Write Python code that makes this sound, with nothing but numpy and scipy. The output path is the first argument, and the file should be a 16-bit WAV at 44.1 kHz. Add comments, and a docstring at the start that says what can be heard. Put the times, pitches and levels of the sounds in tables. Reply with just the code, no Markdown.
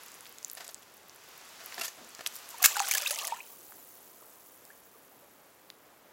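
"""A wooden dock in a quiet harbour. A wet eel slithers over the planks: its skin rubs, scuffs and
squeaks while films of slime crackle and tick. It slips off the edge and hits the water with one sharp
splash. Trapped air rings, the cavity behind the body gulps shut, thrown spray rains back and a fine
foam fizzes away. Ripples lap at the dock over a soft harbour wash."""
import sys
import numpy as np
from scipy import signal
from scipy.fft import rfft, irfft
from scipy.io import wavfile
from scipy.ndimage import uniform_filter1d, minimum_filter1d

SR = 44100
rng = np.random.default_rng(int(sys.argv[2]) if len(sys.argv) > 2 else 0)


def log_audio(samples):
    """Write samples as a 16-bit WAV file to the path given in sys.argv[1]."""
    # one column per channel
    frames = np.atleast_2d(samples).T
    # limit to full scale, then quantise
    limited = np.clip(frames, -1, 1)
    pcm = np.round(limited * 32767).astype(np.int16)
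    wavfile.write(sys.argv[1], SR, pcm)


N = 269892

# The eel's slide. Each row: time in seconds, relative friction in dB, slime crackle in dB.
SLIDE = [(0.0, -55, -59), (0.41, -59, -59), (0.6, -59, -57), (0.79, -61, -65), (1.06, -61, -65),
         (1.3, -56, -62), (1.63, -54, -60), (1.74, -51, -58), (1.89, -56, -61), (2.13, -56, -61),
         (2.36, -54, -55), (2.62, -54, -55)]
# Tone of skin on wood. Each row: frequency in Hz, relative level in dB.
RUB_COLOUR = [(40, -27.5), (150, -15), (400, -6), (1100, 3), (3000, -0.5), (7300, -2.5), (9500, -9),
              (16000, -15)]
# Tone of the crackle. Each row: grain pitch in Hz, relative level in dB.
SLIME_COLOUR = [(3000, -14.5), (7000, -0.5), (11000, 1), (15500, 4.5)]
def slither(hardest_rub_db=-47.5, rub_exponent=1.35):
    """Skin rubs on the dock while its slime fizzes and sticky threads of it part."""
    friction, slime = gains_in_time(SLIDE)
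    rub_gain = from_db(hardest_rub_db) * (friction / friction.max()) ** rub_exponent
    rub = rub_gain * coloured(rng.standard_normal(N), RUB_COLOUR)
    fizz = from_db(-1.5) * grains(SLIME_COLOUR, per_s=9000, cycles=5.4, spread_db=3)
    threads = from_db(.5) * grains(SLIME_COLOUR, per_s=200, cycles=12, spread_db=6, count=10)
    return rub + slime * high_pass(fizz + threads, 2500)


# Drags of the body. Each row: start in seconds, level in dB, t60 in seconds, tilt in dB per octave.
SCUFFS = [(.575, -41, .08, -3), (.608, -44, .17, -4), (.645, -42.5, .04, 0), (.667, -47, .05, -2),
          (.692, -42, .06, -2), (1.606, -51, .3, -5), (1.784, -39, .17, -6), (1.797, -34.5, .027, -1),
          (1.8135, -32, .08, -2.5), (1.838, -37.5, .2, -1), (1.851, -33, .1, 0), (1.882, -40, .04, -2),
          (1.995, -54, .45, -11), (2.193, -43, .035, -7), (2.209, -40, .028, -5), (2.264, -27.5, .026, -.5),
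          (2.272, -26.5, .018, 3), (2.345, -46, .22, 4), (2.505, -46, .1, 5)]
# Tone of a scuff. Each row: frequency in Hz, relative level in dB.
SCUFF_COLOUR = [(50, -36.5), (220, -20), (450, -8), (1000, -1.5), (1800, 1.5), (5000, 5.5), (7200, 7),
                (9500, 2.5), (13800, 3.5), (16000, -17.5)]
# Plank resonances. Each row: pitch in Hz, gain in dB against the scuff that drives it.
PLANK_MODES = [(235, 1), (680, 8), (1390, -3), (1770, 1), (4700, -6)]
# Wet skin on the edge. Each row: start in seconds, level in dB, pitch in Hz, glide in octaves per t60.
SQUEAKS = [(1.813, -27.5, 2745, 0), (1.879, -33.5, 6850, -.5)]
def scuffs(rise_share=.04, squeak_t60=.05):
    """The body drags on the planks: the longer the drag, the softer its start; some squeak."""
    rows = [(s, db, rise_share * t60, t60, tilt, PLANK_MODES) for s, db, t60, tilt in SCUFFS]
    out = bursts(rows, SCUFF_COLOUR, rough_db=3, rough_rate=700, ring_q=22)
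    for s, db, hz, glide in SQUEAKS:
        add(out, s, from_db(db) * chirp(hz, squeak_t60, glide))
    return out


# Slime films and single drops. Each row: start in seconds, level in dB, pitch in Hz.
TICKS = [(.2077, -27, 10000), (.256, -30, 3600), (.266, -30, 3900), (.3844, -25, 6800), (.4289, -29, 6600),
         (.4471, -13.5, 7200), (.4991, -22, 7400), (.5144, -23, 12600), (.5328, -24, 15000),
         (.5513, -26, 10400), (.6789, -20, 8000), (.7447, -20, 8000), (.829, -36, 3600), (1.096, -31, 6030),
         (1.6607, -24, 12700), (1.724, -24, 2200), (1.7437, -24, 5170), (2.1497, -25, 7100),
         (2.263, -12.5, 3600), (2.356, -25, 14700), (2.3637, -22, 9300), (2.49, -25, 11000),
         (2.7955, -8, 4500), (2.802, -12, 6500), (2.8853, -14, 10600), (2.9372, -14, 5950),
         (3.1147, -11, 10300), (3.2713, -12, 9800), (3.722, -33, 1360), (4.6522, -31, 9200),
         (5.702, -31.5, 2095), (5.702, -27.5, 4300)]
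def ticks(ring_t60=.0044, snap_s=.00003, size=1024):
    """A film breaks with one sharp pulse, a very short ring and spatter around the same pitch."""
    out, t = np.zeros(N), np.arange(size) / SR
    for s, db, hz in TICKS:
        snap = from_db(-4) * np.exp(-t / snap_s)
        spatter = rms_one(resonate(rng.standard_normal(size), hz, q=2.2))
        ring = from_db(-7) * np.sin(2 * np.pi * hz * t) + from_db(-9) * spatter
        add(out, s, from_db(db) * high_pass(snap + ring * decay(t, ring_t60), .51 * hz))
    return out


# Head, belly and tail hit the water. Each row: start in seconds, level in dB, rise in seconds,
# t60 in seconds, tilt in dB per octave, ring of the trapped air in Hz.
BODY_SLAPS = [(2.623, -27.5, .0013, .035, 2.5, 700), (2.6276, -17.5, .0006, .022, 2, 13200),
              (2.644, -15, .005, .042, -.8, 2170), (2.651, -15, .006, .058, .3, 4100),
              (2.6583, 0, .0006, .016, .3, 4100)]
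# Lumps of water fall back. Each row: start in seconds, level in dB.
LUMPS = [(2.768, -26.5), (2.886, -24.5), (2.9122, -17), (2.922, -21.5), (2.937, -21.5), (2.950, -17.5),
         (2.9730, -19), (2.981, -25), (3.021, -25.5), (3.0745, -21), (3.108, -23.5), (3.188, -29.5),
         (3.250, -29.5), (3.276, -29)]
# Tone of a slap. Each row: frequency in Hz, relative level in dB.
SLAP_COLOUR = [(30, -35), (70, -29.5), (200, -28), (350, -24), (520, -16), (800, -10.5), (2000, 0),
               (4000, -2.5), (7000, 3), (10000, -2), (16000, -2.5)]
def slaps(ring_db=3, lump_rise_s=.0011, lump_t60=.028, lump_tilt=.9, lump_ring_hz=(2500, 7000)):
    """The body, then lumps of thrown water, hit the surface; each traps air that rings."""
    body = [(s, db, rise, t60, tilt, [(hz, ring_db)]) for s, db, rise, t60, tilt, hz in BODY_SLAPS]
    lumps = [(s, db, lump_rise_s, lump_t60, lump_tilt, [(rng.uniform(*lump_ring_hz), ring_db)])
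             for s, db in LUMPS]
    return (bursts(body, SLAP_COLOUR, rough_db=2.5, rough_rate=900, ring_q=26)
            + bursts(lumps, SLAP_COLOUR, rough_db=4.5, rough_rate=750, ring_q=26))


# Envelopes of the spray, churn and foam. Each gives: level in dB, time it is reached in seconds,
# attack in seconds, hold in seconds, sag in dB per second, release in seconds.
SPRAY_ENVELOPE = (-36.5, 2.77, .62, .44, 4.5, .72)
CHURN_ENVELOPE = (-44.5, 2.63, .25, .68, 0, .36)
FOAM_ENVELOPE = (-51, 3.5, 1.5, 3, 6.3, 1)
# Tones of the spray and the foam. Each row: grain pitch in Hz, relative level in dB.
SPRAY_COLOUR = [(1800, -12), (2800, 0.5), (4500, -2.5), (7000, 4), (10000, -3), (15500, -5)]
FOAM_COLOUR = [(2800, -16.5), (5200, -14.5), (6800, -5), (10000, -4), (15500, 4)]
def splash():
    """Slaps on the surface, a rain of droplets, churned air and the bursting foam left behind."""
    droplets = grains(SPRAY_COLOUR, per_s=3400, cycles=22, spread_db=6)
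    spray = envelope(*SPRAY_ENVELOPE) * high_pass(droplets, 830)
    foam = envelope(*FOAM_ENVELOPE) * grains(FOAM_COLOUR, per_s=13000, cycles=14, spread_db=8.5)
    return high_pass(slaps() + spray + envelope(*CHURN_ENVELOPE) * churn(), 460) + foam


# Tone of churned air. Each row: bubble pitch in Hz, relative level in dB.
CHURN_COLOUR = [(330, -17), (500, -11), (700, -2.5), (1000, 2), (1500, 5.5), (2400, 8), (4500, -3)]
def churn(cycles=52, most_glide=.37, spread_db=6, count=3400):
    """A steady swarm of rising bubbles of all sizes; rms 1."""
    out, lowest, highest = np.zeros(N), CHURN_COLOUR[0][0], CHURN_COLOUR[-1][0]
    for when, pitch, glide_share, strength in rng.random((count, 4)):
        hz = lowest * (highest / lowest) ** pitch
        db = at_hz(CHURN_COLOUR, hz) + spread_db * strength ** 2
        add(out, when * N / SR, from_db(db) * chirp(hz, cycles / hz, most_glide * glide_share))
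    return rms_one(high_pass(out, 350))


# Trapped air rings. Each row: start in seconds, level in dB, starting pitch in Hz.
AIR_POCKETS = [(2.542, -37, 980), (2.601, -38, 1200), (2.618, -31, 780), (2.641, -15, 1750),
               (2.757, -26, 1550), (2.7935, -20, 2800), (2.843, -31, 1550), (2.914, -18, 2390),
               (2.952, -20, 1690), (3.02, -40, 560), (3.0314, -25, 4800), (3.061, -16.5, 2500),
               (3.0708, -15, 3530), (3.107, -34, 562), (3.189, -23, 2600), (3.235, -38, 749),
               (3.322, -21.5, 874), (3.385, -44, 960), (3.404, -29, 2350), (4.7028, -41, 1620),
               (4.946, -51, 1110), (4.955, -54, 425), (5.22, -53, 545)]
def plops(cycles=56, glide_octaves=.65, turn_s=2.94, turn_width_s=.06):
    """The large air pockets, heard one by one; the bigger, the longer they ring."""
    out = np.zeros(N)
    for s, db, hz in AIR_POCKETS:
        # Early bubbles fall in pitch as the eel drags them down; later ones rise.
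        glide = glide_octaves * np.tanh((s - turn_s) / turn_width_s)
        add(out, s, from_db(db) * high_pass(chirp(hz, cycles / hz, glide), .5 * hz))
    return out


# The cavity behind the body pinches off. Each row: start in seconds, ring level in dB, final pitch in Hz.
GULPS = [(2.768, -26, 820), (2.8016, -22, 797)]
def gulps(t60=.105, swoop_s=.0009, swoop_octaves=1.3, pop_db=5, size=8192):
    """As its neck closes the cavity pops, swoops down in pitch and rings on."""
    out, t = np.zeros(N), np.arange(size) / SR
    neck = np.exp(-t / swoop_s)
    for s, db, hz in GULPS:
        phase = 2 * np.pi * np.cumsum(hz * 2 ** (swoop_octaves * neck)) / SR
        ring = from_db(db + pop_db * neck) * np.sin(phase) * decay(t, t60)
        add(out, s, high_pass(ring, .5 * hz))
    return out


def dock_echo(x, t60=.29, wet_db=-17, size=12000):
    """The side of the dock and the ripples scatter a short faint tail."""
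    tail = rng.standard_normal(size) * decay(np.arange(size) / SR, t60)
    return x + from_db(wet_db) * signal.fftconvolve(x, tail / np.sqrt(np.sum(tail ** 2)))[:N]


# Swell of the ripples. Each row: time in seconds, level in dB.
LAPPING = [(3.4, -63.5), (4.15, -69), (4.22, -56.5), (4.32, -72), (4.9, -75), (5.25, -66.5), (5.45, -76),
           (6.12, -69.5)]
# Tone of the ripples. Each row: grain pitch in Hz, relative level in dB.
LAPPING_COLOUR = [(280, -0.5), (550, 0), (1300, 0)]
def lapping():
    """Ripples lap at the dock in soft swells of low bubbles."""
    swell, = gains_in_time(LAPPING)
    return swell * grains(LAPPING_COLOUR, per_s=200, cycles=25, spread_db=2.5, count=14)


# Tone of the background bed. Each row: frequency in Hz, relative level in dB.
HARBOUR_COLOUR = [(25, -26.5), (60, -10), (130, -6), (280, -1.5), (500, 1), (1100, -2.5), (2000, -7.5),
                  (4000, -14.5), (9000, -18), (16000, -17)]
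def harbour(level_db=-60, waver_db=.5):
    """A dull, distant wash whose level wavers slightly."""
    wash = rng.standard_normal(N) * from_db(waver_db * drift(9, N))
    return from_db(level_db) * coloured(wash, HARBOUR_COLOUR)


def bursts(rows, colour, rough_db, rough_rate, ring_q, size=16384):
    """Each contact swells and dies as a ragged rush of tiny impacts, which also drives its resonances."""
    out, t = np.zeros(N), (np.arange(size) - size // 4) / SR
    for s, db, rise, t60, tilt, modes in rows:
        swell = np.exp(-(np.minimum(t, 0) / rise) ** 2) * decay(np.maximum(t, 0), t60)
        ragged = rng.standard_normal(size) * from_db(rough_db * drift(rough_rate, size))
        rush = coloured(ragged, colour, tilt)
        ring = sum(from_db(mode_db) * resonate(rush, hz, ring_q) for hz, mode_db in modes)
        add(out, s + t[0], from_db(db) * swell * (rush + ring))
    return out


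def grains(colour, per_s, cycles, spread_db, count=28):
    """Tiny bubbles born at random, each ringing for some cycles at one of count pitches; rms 1."""
    sizes = from_db(spread_db * np.minimum(rng.exponential(1, N), 3)) * rng.choice([-1, 1], N)
    clicks = sizes * (rng.random(N) < per_s / SR)
    out, pitch_index = np.zeros(N), rng.integers(0, count, N)
    for k, hz in enumerate(np.geomspace(colour[0][0], colour[-1][0], count)):
        radius, angle = decay(1 / SR, cycles / hz), 2 * np.pi * hz / SR
        births = clicks * (pitch_index == k) + 1e-18 * sizes
        rings = signal.lfilter([1, -1], [1, -2 * radius * np.cos(angle), radius ** 2], births)
        out += from_db(at_hz(colour, hz)) * rms_one(rings)
    return rms_one(out)


def chirp(hz, t60, glide, attack_s=.0007):
    """A dying sine that glides by some octaves per t60: the ring of an air pocket, or a squeak."""
    t = np.arange(int(t60 * SR) + 1) / SR
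    phase = 2 * np.pi * np.cumsum(hz * 2 ** (glide * t / t60)) / SR
    return np.sin(phase) * (1 - np.exp(-t / attack_s)) * decay(t, t60)


def envelope(db, full_s, attack_s, hold_s, sag_db_per_s, release_s):
    """A gain that climbs 60 dB in the attack, then sags, and loses 60 dB more over the release."""
    t = np.arange(N) / SR - full_s
    fade = np.maximum(-t, 0) / attack_s + np.maximum(t - hold_s, 0) / release_s
    return from_db(db - sag_db_per_s * np.maximum(t, 0) - 60 * fade)


def gains_in_time(rows):
    """One gain curve per dB column, silent outside the rows."""
    s, *columns = np.transpose(rows)
    return [from_db(np.interp(np.arange(N) / SR, s, db, left=-120, right=-120)) for db in columns]


def coloured(x, spectrum, tilt=0):
    """Shape a signal by a spectrum and a slope in dB per octave; rms 1."""
    hz = np.maximum(np.arange(len(x) // 2 + 1) * SR / len(x), 1)
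    octaves = np.log2(np.maximum(hz, 250))
    return rms_one(irfft(rfft(x) * from_db(at_hz(spectrum, hz) + tilt * octaves), len(x)))


def at_hz(points, hz):
    """Read a spectrum on a log-frequency axis."""
    return np.interp(np.log(hz), *np.transpose([(np.log(f), db) for f, db in points]))


def drift(rate, size):
    """A random wander of spread about 1, turning rate times a second."""
    return np.interp(np.arange(size) * rate / SR, np.arange(size), rng.standard_normal(size))


def resonate(x, hz, q):
    """The band that one resonance passes."""
    return signal.lfilter(*signal.iirpeak(hz, q, fs=SR), x)


def high_pass(x, hz):
    """Small sources radiate little bass."""
    return signal.sosfilt(signal.butter(3, hz, "high", fs=SR, output="sos"), x)


def decay(t, t60):
    """A gain that falls 60 dB every t60 seconds."""
    return np.exp(-np.log(1000) * t / t60)


def from_db(db):
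    """Decibels to gain."""
    return 10 ** (np.asarray(db) / 20)


def rms_one(x):
    """Scale to unit rms."""
    return x / np.sqrt(np.mean(x ** 2) + 1e-20)


def add(out, s, sound):
    """Mix a sound in at a time."""
    start = int(s * SR)
    out[start:start + len(sound)] += sound[:N - start]


def scene():
    """The eel and its splash echo off the dock, over a soft harbour bed."""
    bed = harbour() + lapping()
    eel = slither() + scuffs() + ticks() + plops() + gulps() + splash()
    return (dock_echo(eel) + bed)[None]


def record(dry, ceiling=.72, window=24, unevenness=.028, cutoff_hz=15900):
    """A small microphone with a narrow treble dip; a fast limiter holds the peaks and the top is cut."""
    heard = dry - .87 * resonate(dry, hz=8590, q=19)
    allowed_gain = ceiling / np.maximum(np.abs(heard), ceiling)
    held = heard * uniform_filter1d(minimum_filter1d(allowed_gain, window), window)
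    # The diaphragm yields more one way, so the loudest slap leaves a faint thud.
    lopsided = held - unevenness * held ** 2
    return signal.sosfilt(signal.ellip(10, .2, 80, cutoff_hz, fs=SR, output="sos"), lopsided)


dry = scene()
out = record(dry)
log_audio(out)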